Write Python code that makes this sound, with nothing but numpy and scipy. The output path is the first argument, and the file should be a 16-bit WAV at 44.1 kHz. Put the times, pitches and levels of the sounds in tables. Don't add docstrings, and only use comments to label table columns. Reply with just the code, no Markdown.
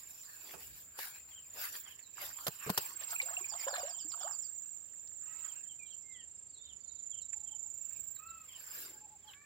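import sys
import numpy as np
from scipy import signal
from scipy.fft import rfft, irfft, next_fast_len
from scipy.io import wavfile
from scipy.ndimage import uniform_filter1d, map_coordinates

SR = 44100
rng = np.random.default_rng(int(sys.argv[2]) if len(sys.argv) > 2 else 0)


def generate_wav(sig):
    pcm = np.round(np.clip(np.atleast_2d(sig).T, -1, 1) * 32767).astype(np.int16)
    wavfile.write(sys.argv[1], SR, pcm)


N = 416744

STROKE_RATE = 26.6
# t/s, level/dB added to each cricket's own overtone level
OVERTONE_BEAM = [(0, 11), (5.3, -2), (6, -2.5), (6.65, -28), (7, -7), (7.6, -2), (8.2, 14), (8.7, -2)]


def cricket(lag, pitch_hz, fall_hz, width, overtone_db, scatter_db, spread):
    beat = STROKE_RATE * np.arange(N) / SR - lag + 0.04 * wobble(24)
    within = (beat + .5) % 1 - .5
    swell = np.exp(-.5 * (within / (width * (1 - within))) ** 2)
    closing = np.abs(np.cos(np.pi * within)) ** .5
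    stroke = swell * closing * amp(1.9 * wobble(25))
    hz = pitch_hz - fall_hz * np.tanh(5 * within) + 18 * wobble(60)
    rasp = .045 * wobble(2200)
    phase = 2 * np.pi * np.cumsum(hz) / SR + rasp
    overtone = amp(overtone_db + curves(OVERTONE_BEAM)[0]) * np.sin(2 * phase)
    return through_grass(stroke * (np.sin(phase) + overtone), scatter_db, spread)


# t/s, level/dB
CRICKET_LEVEL = [(0.0, -52), (0.8, -57), (1.75, -51), (1.95, -56.5), (2.38, -46.5), (2.52, -52),
                 (3.15, -41), (4.45, -42), (4.85, -49), (5.5, -43.5), (5.75, -48.5), (6.55, -52.5),
                 (6.66, -54.5), (7.08, -43.5), (8.08, -45), (8.3, -54), (8.85, -51), (9.45, -64)]
# t/s, high one/cycles, middle one/cycles, low one/cycles
CRICKET_LAG = [(0, -.22, -.22, 0), (1.2, -.5, -.4, -.03), (1.8, -.8, -.1, 0), (2.6, -.8, .15, .1),
               (3.3, -1.13, -.05, .1), (4.4, -1.43, -.3, -.03), (5.3, -1.56, -.45, -.11),
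               (6, -1.85, -.3, .06), (7.1, -1.9, .05, .12), (7.9, -2.02, 0, .16), (8.7, -2.15, -.15, -.12),
               (9.45, -2.18, -.18, -.15)]
# t/s, left over right/dB
CRICKET_BEARING = [(0.0, -8.86), (1.3, 1), (2.3, -15.5), (3.4, -12.29), (6.0, -12), (6.6, -5.45),
                   (6.85, -12.5), (8.0, -13), (8.5, -4), (9.45, -6)]
# t/s, high one's level/dB, low one's level/dB
CRICKET_NEARNESS = [(.45, -12, -3), (1.1, 0.5, -0.5), (1.75, 6, 12), (2.25, -15, -4), (2.95, 19, 6),
                    (3.5, 3.5, 6.5), (6.2, 1, 3), (6.6, 9.5, -1.5), (6.85, 4.5, 14.5), (7.55, -4, 6.5),
                    (8.05, -4.5, -8.5), (8.7, -9.5, -26)]
PAUSE_S, RESUME_S, PAUSE_FADE_S = 6.58, 7.12, 0.025


def crickets():
    level_db, = curves(CRICKET_LEVEL)
    pan_db, = curves(CRICKET_BEARING)
    high_db, low_db = curves(CRICKET_NEARNESS)
    high_lag, middle_lag, low_lag = curves(CRICKET_LAG)
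    t = np.arange(N) / SR
    singing = np.clip(np.maximum(PAUSE_S - t, t - RESUME_S) / PAUSE_FADE_S + .5, 0, 1)
    high_gain, low_gain = singing * amp(high_db), amp(low_db)
    high = high_gain * cricket(high_lag, pitch_hz=7562, fall_hz=11, width=0.2,
                               overtone_db=-15.5, scatter_db=-21, spread=0.0074)
    middle = cricket(middle_lag, pitch_hz=7337, fall_hz=63.0, width=0.3,
                     overtone_db=-25.5, scatter_db=-8.0, spread=0.012)
    low = low_gain * cricket(low_lag, pitch_hz=7121, fall_hz=185, width=0.21,
                             overtone_db=-29, scatter_db=-7.5, spread=.01)
    total_gain = np.sqrt(high_gain ** 2 + 1 + low_gain ** 2)
    return amp(level_db) * (high + middle + low) / total_gain * panned(pan_db)


def through_grass(x, scatter_db, spread, count=6):
    ears = np.array([x, np.roll(x, 1)])
    for ear in ears:
        for delay in spread * (np.arange(count) + rng.random(count)) / count:
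            ear += amp(scatter_db) * wobble(3) * np.roll(x, int(delay * SR))
    power = uniform_filter1d(np.mean(ears ** 2, axis=0), SR // 4)
    return ears / np.sqrt(np.abs(power) + 1e-9)


# f/Hz, relative level/dB per Hz
CHORUS_COLOUR = [(5800, -27.5), (6500, -14.5), (7000, -2.5), (7350, -1.5), (7700, -6), (8200, -17),
                 (8900, -35.5)]


def chorus():
    shimmer_db = 2 * wobble(50)
    haze = coloured(patchy(rng.standard_normal((2, N)), depth_db=0.5), CHORUS_COLOUR)
    return amp(-65.0 + shimmer_db) * haze * panned(-8.0)


def fish(lead=0.00022):
    early_left = lambda hz: np.exp(1j * np.pi * hz * lead * np.array([[1], [-1]]))
    return filtered(slaps() + water(), early_left)


# t/s, thump level/dB, smack level/dB, crack level/dB, t60/s (thump: twice that), left over right/dB
FISH_SLAPS = [(0.537, -54.5, -46, -67, 0.12, -23), (.988, -65, -37, -36.5, 0.044, 2),
              (2.467, -58, -26.5, -27, 0.048, -4), (2.48, -32.5, -25, -23, 0.02, -1.5),
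              (2.663, -37, -51, -62, 0.065, -0.5), (2.694, -49, -28, -34.5, 0.041, -6),
              (2.7, -35, -25.5, -23.5, 0.026, 4.5), (2.7759, -40, -26.5, -18.5, 0.041, 0)]
# f/Hz, relative level/dB per Hz
SMACK_COLOUR = [(150, -60), (400, -1.5), (600, 1.5), (1000, 0), (1500, -2), (2100, -10), (4000, -17)]
CRACK_COLOUR = [(800, -46), (1900, -6), (2800, -3), (4500, 0.5), (7000, -6), (9000, -9.5), (12000, 1.5),
                (15000, -1)]
THUMP_COLOUR = [(25, -22), (80, -3), (170, 10), (260, -13), (450, 5.5), (1200, -38)]


def slaps():
    out, t = np.zeros((2, N)), np.arange(SR // 5) / SR
    burst = lambda colour: coloured(rng.standard_normal((2, len(t))), colour, CLOSE_LIKENESS)
    for s, thump_db, smack_db, crack_db, t60, pan_db in FISH_SLAPS:
        blow = amp(-60 * t / t60) * (1 - np.exp(-t / 0.00095))
        push = amp(-30 * t / t60) * (1 - np.exp(-t / 0.0035))
        smack = blow * amp(smack_db) * burst(SMACK_COLOUR)
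        crack = blow * amp(crack_db) * burst(CRACK_COLOUR)
        thump = push * amp(thump_db) * burst(THUMP_COLOUR)
        add(out, s, panned(pan_db) * (smack + crack + thump))
    add(out, 2.7, amp(-22.5) * bubble(hz=194, t60=0.047, rise=-0.15))
    return out


# t/s of the peak, relative level/dB, rise/s, fall/s
TAIL_BEATS = [(3.14, -45, 0.036, 0.015), (3.21, -49, 0.013, 0.013), (3.29, -51, 0.017, 0.039),
              (3.34, -53, 0.017, 0.012), (3.4, -47.5, 0.016, 0.014), (3.55, -47.5, 0.026, 0.027),
              (3.63, -57, 0.036, 0.026), (3.675, -40.5, 0.011, .04), (3.76, -36, 0.031, 0.051),
              (3.84, -47.5, 0.045, 0.12), (3.99, -61.5, 0.017, 0.058), (4.123, -52.5, 0.018, 0.051),
              (4.21, -47, 0.024, 0.043), (4.27, -49, 0.028, 0.067)]
# f/Hz, relative level/dB per Hz
SPRAY_COLOUR = [(250, -54), (480, -2), (1000, 3), (1600, 12.5), (2100, -4), (3500, -2.5), (5500, -14),
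                (9000, -24.5)]


def water(count=620):
    out, churn = gulps() + squelches(), swells(TAIL_BEATS)
    first, last = TAIL_BEATS[0][0] - .1, TAIL_BEATS[-1][0] + 0.092
    for when, size, loud, side in rng.random((count, 4)):
        s, hz = first + when * (last - first), 620 * 6 ** size
        strength = churn[int(s * SR)] * amp(14 * loud ** 2 - 4 * size - 6)
        add(out, s, strength * panned(10 * (side - .5)) * bubble(hz, 42 / hz, rise=0.385))
    drops = patchy(crackle(rate=530, grain_db=4), depth_db=8.5)
    spray = churn * amp(-3.5) * coloured(drops, SPRAY_COLOUR, CLOSE_LIKENESS)
    return out + spray + amp(-18) * echo(out.mean(axis=0))


# t/s, relative level/dB, f/Hz at the start
AIR_POCKETS = [(3.139, -38.5, 1290), (3.161, -26.5, 2400), (3.2, -20, 2190), (3.227, -52, 506),
               (3.285, -40, 1430), (3.307, -46, 660), (3.368, -24, 2600), (3.374, -46.5, 696),
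               (3.407, -55, 363), (3.443, -30, 2300), (3.637, -35, 2200), (3.667, -36.5, 530),
               (3.674, -35.5, 980), (3.729, -43, 540), (3.832, -40.5, 537), (3.85, -43, 592),
               (3.875, -48, 680), (4.048, -53.5, 295.6)]
RING_CYCLES, LONGEST_RING_S = 57, 0.12


def gulps():
    out = np.zeros((2, N))
    for s, db, hz in AIR_POCKETS:
        t60 = min(RING_CYCLES / hz, LONGEST_RING_S)
        add(out, s, amp(db + 4) * panned(rng.standard_normal()) * bubble(hz, t60, rise=0.3))
    return out


# t/s, length/s, f/Hz at the start, level/dB
CAVITIES = [(3.251, .04, 565, -53.5), (3.318, 0.031, 1010, -49.5), (3.516, 0.05, 854, -49.5),
            (3.725, 0.024, 800, -51), (4.241, .042, 572, -42), (4.259, 0.028, 1057, -45.5)]
SQUELCH_RISE = 1.65


def squelches():
    out = np.zeros(N)
    for s, length, hz, db in CAVITIES:
        tone = note(length, hz, hz * SQUELCH_RISE ** 0.394, hz * SQUELCH_RISE, waver=0.038)
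        add(out, s, amp(db) * tone)
    return out


def bubble(hz, t60, rise):
    t = np.arange(int(t60 * SR) + 2) / SR
    tone = np.sin(2 * np.pi * hz * t * (1 + rise * t / t60 / 2))
    return tone * amp(-60 * t / t60) * (1 - np.exp(-t / 0.0017))


# t/s of the peak, swish relative level/dB, rub relative level/dB, rise/s, fall/s
GRASS_STROKES = [(.05, -62.5, -72.5, 0.27, 0.53), (.33, -63, -73.5, 0.14, 0.28),
                 (.51, -57.5, -58.5, 0.087, 0.058), (.63, -57.5, -63.5, 0.062, 0.1),
                 (.78, -58.5, -71.5, 0.057, 0.068), (1.008, -49.5, -50.5, 0.036, 0.086),
                 (1.16, -62, -63, 0.023, 0.054), (1.31, -71, -70.5, 0.061, 0.081),
                 (1.629, -46.5, -50, 0.062, 0.069), (1.75, -51.5, -56.5, 0.047, 0.066),
                 (1.9, -64, -68, 0.041, 0.073), (2.23, -49, -52.5, 0.044, 0.071),
                 (2.43, -58, -63, 0.16, 0.2), (2.68, -59, -56, 0.084, 0.067), (2.85, -52, -57, 0.22, 0.1),
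                 (3.02, -56.5, -55, 0.028, .04), (3.119, -51, -65, 0.036, 0.1),
                 (3.33, -61, -62.5, 0.32, 0.23), (3.63, -54.5, -54, 0.053, 0.039),
                 (3.78, -59, -64, 0.1, 0.096), (4.2, -68.5, -82, 0.12, 0.18), (5.47, -68.5, -63, .17, 0.13),
                 (7.95, -75, -74, .17, 0.16), (8.56, -76, -69, 0.17, .1), (8.8, -54, -59, 0.2, .12),
                 (9.31, -72.5, -68.5, 0.062, 0.055)]
BODY_SHIFTS = [(3, -75, -75.5, 5.7, 2.66), (8.4, -79.5, -80.5, 0.86, 1.5)]
# f/Hz, relative level/dB per Hz
SWISH_COLOUR = [(1500, -27), (3000, -14.5), (4800, -5), (6300, -13), (9500, -6.5), (10800, -8.5),
                (12500, -0.5), (15500, -1)]
RUB_COLOUR = [(100, -22.5), (300, -14.5), (700, -3), (1080, 1.5), (1330, 0), (1640, 4.5), (1980, 0),
              (2600, 3.5), (3600, -8), (5000, -7), (6500, -9.5), (9000, -27.5), (15000, -39)]


def rustle():
    s, swish_db, rub_db, rise, fall = np.transpose(GRASS_STROKES + BODY_SHIFTS)
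    flutter_db = .9 * wobble(45)
    fine = coloured(patchy(crackle(rate=900, grain_db=-7.5), depth_db=4.5), SWISH_COLOUR)
    dull = coloured(patchy(crackle(rate=270, grain_db=-7), depth_db=5.0), RUB_COLOUR)
    swish = swells(zip(s, swish_db, rise, fall)) * amp(flutter_db + 9) * fine
    rub = swells(zip(s, rub_db, rise, fall)) * amp(flutter_db + 4.5) * dull
    return swish + rub


# t/s of the peak, level/dB, rise/s, fall/s
TURF_TREADS = [(.53, -62.5, .08, 0.091), (1.66, -73, 0.049, 0.14), (2.22, -74, 0.064, .08),
               (2.88, -70, 0.059, .1), (8.85, -65, 0.11, 0.17)]
# f/Hz, relative level/dB per Hz
TURF_COLOUR = [(90, -20.5), (180, -10), (270, -3), (370, 3), (480, -3.5), (900, -20)]


def treads():
    return swells(TURF_TREADS) * coloured(crackle(rate=89, grain_db=-5), TURF_COLOUR, CLOSE_LIKENESS)


# t/s, relative level/dB, f/Hz of the resonance
STEM_TICKS = [(1.992, -51.5, 2700), (2.1804, -44.5, 1470), (3.035, -48.5, 4600), (3.106, -38, 6500),
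              (3.217, -37, 4130), (3.7555, -38.5, 1550), (3.7645, -40.5, 3760), (3.776, -48, 1530),
              (3.818, -44, 1190), (4.1185, -46.5, 4650), (4.9363, -62.5, 1870), (5.074, -53.5, 5500),
              (7.332, -49.5, 2190), (8.1646, -59.5, 1750), (9.335, -47.5, 3130)]


def ticks():
    out, t = np.zeros((2, N)), np.arange(SR // 20) / SR
    for s, db, hz in STEM_TICKS:
        peak = [(hz / 3, -30), (hz / 1.4, -8), (hz, 0), (hz * 1.2, -8), (hz * 1.6, -28), (hz * 4, -50)]
        ring = coloured(rng.standard_normal((2, len(t))), peak, CLOSE_LIKENESS)
        crack = coloured(rng.standard_normal((2, len(t))), CRACK_COLOUR)
        add(out, s, amp(db - 2.5 - 60 * t / 0.041) * ring + amp(db - 10 - 60 * t / .012) * crack)
    return out


# t/s of the main note, relative level/dB, lead-in note against it/dB
BIRD_CHIPS = [(1.3573, -55, -7), (1.901, -57.5, 1), (3.98, -56.5, -3), (4.234, -61, 0), (5.487, -59.5, -9),
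              (5.687, -58, -14), (5.902, -57.5, -7), (6.186, -57, -4), (6.6914, -59, -10),
              (7.164, -58.5, 0.5), (7.51, -60, -3.5), (8.531, -55, -4), (9.2726, -54.5, -19)]
CHIP_GAP_S = .048
RUN_START_S, RUN_STEP_S, RUN_SLOWING_S = 3.484, .0955, .0009
RUN_DB, RUN_FADE_DB = -51, .5
# t/s, length/s, level/dB before panning
BIRD_SLURS = [(2.019, .058, -62), (6.53, 0.049, -63.5), (6.875, 0.036, -63), (7.208, .035, -62),
              (8.151, 0.0243, -62), (8.276, 0.0244, -64.5), (9.27, 0.041, -65)]
# t/s, length/s, start f/Hz, middle f/Hz, end f/Hz, relative level/dB
BIRD_WHISTLES = [(2.579, 0.1, 3150, 2546, 2370, -60.5), (5.79, 0.064, 2546, 2372, 2395, -55.5),
                 (6.032, 0.21, 2120, 2056, 1760, -64), (6.571, 0.15, 3460, 3650, 3430, -63.5)]


def near_birds(run_notes=10):
    near = np.zeros(N)
    for s, db, lead_db in BIRD_CHIPS:
        for start, note_db in (s - CHIP_GAP_S, db + lead_db), (s, db):
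            add(near, start, amp(note_db - 0.5) * note(0.039, 3340, 3145, 2766, waver=0.017))
    for k in range(run_notes):
        start = RUN_START_S + k * (RUN_STEP_S + k * RUN_SLOWING_S)
        add(near, start, amp(RUN_DB - k * RUN_FADE_DB) * note(0.049, 6280, 4890, 4708))
    for s, length, db in BIRD_SLURS:
        add(near, s, amp(db) * note(length, 4620, 4000, 3830, waver=0.0089))
    for s, length, start_hz, middle_hz, end_hz, db in BIRD_WHISTLES:
        add(near, s, amp(db + 2.0) * note(length, start_hz, middle_hz, end_hz))
    return near * panned(-13) + amp(-3.5) * echo(near)


# t/s, length/s, f/Hz at the top of the arch,
# relative levels/dB of harmonics 2, 3 and 4
DISTANT_CALLS = [(5.216, 0.33, 653, -62, -65, -67), (8.181, 0.28, 666.5, -51.5, -73, -57.5),
                 (9.308, 0.3, 592, -66, -59, -60)]
# t/s, relative level/dB
FAR_HOOTS = [(7.327, -62), (7.398, -66), (7.498, -59.5), (7.627, -67), (8.919, -58.5), (9.006, -53.5),
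             (9.097, -54), (9.241, -53)]


def far_birds():
    far = np.zeros(N)
    for s, length, hz, *harmonic_db in DISTANT_CALLS:
        add(far, s, amp(-3.0) * cry(length, hz, harmonic_db))
    for s, db in FAR_HOOTS:
        add(far, s, amp(db - 7.5) * note(0.0695, 804, 863, 766, waver=0.0097))
    return amp(-1.5) * far + amp(-5.0) * echo(far)


CRY_ARCH = .91
CRY_ROUGH_DB, CRY_FADE_DB = 3, 6


def cry(length, hz, harmonic_db):
    tone = note(length, CRY_ARCH * hz, hz, CRY_ARCH * hz, enumerate(harmonic_db, 2), waver=0.0091)
    rough_db = CRY_ROUGH_DB * wobble(181)[:len(tone)]
    return tone * amp(rough_db - CRY_FADE_DB * np.linspace(0, 1, len(tone)))


def note(length, start_hz, middle_hz, end_hz, harmonics=((1, 0),), waver=0.0011):
    u = np.linspace(0, 1, int(length * SR))
    hz = np.polyval(np.polyfit([0, .5, 1], [start_hz, middle_hz, end_hz], 2), u)
    drift = map_coordinates(rng.standard_normal(64), [u * length * 120], mode="mirror")
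    phase = 2 * np.pi * np.cumsum(hz * (1 + waver * drift)) / SR
    tone = sum(amp(db) * np.sin(k * phase) for k, db in harmonics)
    return np.abs(np.sin(np.pi * u)) ** 0.52 * tone


def twitters(count=30):
    out = np.zeros(N)
    for (pitch, slope, loud), when in zip(rng.random((count, 3)), rng.standard_normal(count)):
        hz, fall = 3500 * 1.55 ** pitch, 0.18 * slope
        slur = note(0.022, hz * (1 + fall), hz, hz * (1 - fall / 2), waver=0.015)
        add(out, 6.8 + .5 * when, amp(-73 + 6.0 * loud) * slur)
    return out * panned(-35) + amp(-4) * echo(out)


# f/Hz, t60/s
BUSH_DECAY = [(200, 0.13), (2500, 0.16), (6000, 0.22), (12000, 0.042)]


def echo(x):
    hz, t, z = signal.stft(rng.standard_normal((2, SR // 2)), SR, nperseg=256)
    decay = amp(-60 * t / along(BUSH_DECAY, hz)[:, None])
    tail = signal.istft(z * decay, SR, nperseg=256)[1]
    return signal.fftconvolve(x[None], tail / np.linalg.norm(tail[0]), axes=1)[:, :N]


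# f/Hz, relative level/dB per Hz
HUSH_COLOUR = [(20, -29), (45, -14), (75, 5), (130, -1), (250, -5), (500, -7), (1000, -12.5), (2500, -15),
               (5000, -16.5), (9000, -37.5), (15000, -25)]
# t/s of the peak, relative level/dB, rise/s, fall/s
WIND_PUFFS = [(.7, -61, 0.18, 0.19), (1.28, -67, .12, 0.18), (2.33, -66, 0.1, 0.11), (5.74, -70, 0.25, .2),
              (7.24, -74, .15, 0.22), (8.3, -66, 0.5, 0.27)]
CALM_DB = -76


def air():
    hush = amp(-72.5) * coloured(rng.standard_normal((2, N)), HUSH_COLOUR)
    rumble_colour = [(20, -23), (65, 4.5), (130, -3.5), (300, -16), (1000, -30)]
    rumble = coloured(rng.standard_normal((2, N)), rumble_colour)
    wind = np.hypot(amp(CALM_DB), swells(WIND_PUFFS))
    return hush + wind * amp(4.0 * wobble(11) - 5.0) * rumble


def crackle(rate, grain_db):
    snaps = (rng.random(N) < rate / SR) * rng.exponential(size=N) * rng.standard_normal((2, N))
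    return rng.standard_normal((2, N)) + amp(grain_db) * unit(snaps)


def patchy(pair, depth_db):
    z = signal.stft(pair, nperseg=512)[2]
    field = uniform_filter1d(rng.standard_normal(z.shape[1:]), size=5, axis=0)
    field = uniform_filter1d(field, size=9, axis=1)
    return signal.istft(z * amp(depth_db * unit(field)), nperseg=512)[1][:, :N]


SWELL_SHAPE = 1.51


def swells(rows):
    t, power = np.arange(0, N, 32) / SR, 1e-14
    for s, db, rise, fall in rows:
        away = np.abs((t - s) / np.where(t < s, rise, fall))
        power = power + amp(db - 10 * away ** SWELL_SHAPE) ** 2
    return np.interp(np.arange(N) / SR, t, np.sqrt(power))


# f/Hz, left-right likeness (1 = mono)
OPEN_LIKENESS = [(30, 0.97), (150, 0.44), (600, 0.5), (1500, 0.13), (4000, 0.027), (12000, .05)]
CLOSE_LIKENESS = [(30, 0.5), (150, .99), (600, 1), (1500, 0.76), (4000, 0.27), (12000, 0.29)]


def coloured(pair, spectrum, alike=OPEN_LIKENESS):
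    turn = lambda hz: np.arccos(np.clip(along(alike, hz), -1, 1)) / 2
    response = lambda hz: amp(along(spectrum, hz)) * [np.cos(turn(hz)), np.sin(turn(hz))]
    mid, side = filtered(pair, response)
    return unit(np.array([mid + side, mid - side]))


def panned(pan_db):
    gains = amp(np.array([np.atleast_1d(pan_db), -np.atleast_1d(pan_db)]) / 2)
    return gains / np.sqrt(np.mean(gains ** 2, axis=0))


def filtered(x, response):
    n = x.shape[-1]
    m = next_fast_len(n + 8192)
    return irfft(rfft(x, m) * response(np.fft.rfftfreq(m, 1 / SR)), m)[..., :n]


def wobble(rate):
    knots = rng.standard_normal(int(N * rate / SR) + 4)
    grid = np.arange(0, len(knots) - 1, 1 / 8)
    return np.interp(np.arange(N) * rate / SR, grid, map_coordinates(knots, [grid]))


def curves(rows):
    s, *cols = np.transpose(rows)
    return [np.interp(np.arange(N) / SR, s, c) for c in cols]


def along(points, hz):
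    f, v = np.transpose(points)
    return np.interp(np.log(hz + 1), np.log(f + 1), v)


def add(track, s, sound):
    part = track[..., max(round(s * SR), 0):][..., :sound.shape[-1]]
    part += sound[..., :part.shape[-1]]


def amp(db):
    return 10 ** (np.asarray(db) / 20)


def unit(x):
    return x / np.sqrt(np.mean(x ** 2) + 1e-20)


def scene():
    insects = crickets() + chorus()
    angling = fish() + rustle() + treads() + ticks()
    birds = near_birds() + far_birds() + twitters()
    return insects + angling + birds + air()


TOP_HZ = 15830


def record(dry):
    return filtered(dry, lambda hz: hz < TOP_HZ)


dry = scene()
out = record(dry)
generate_wav(out)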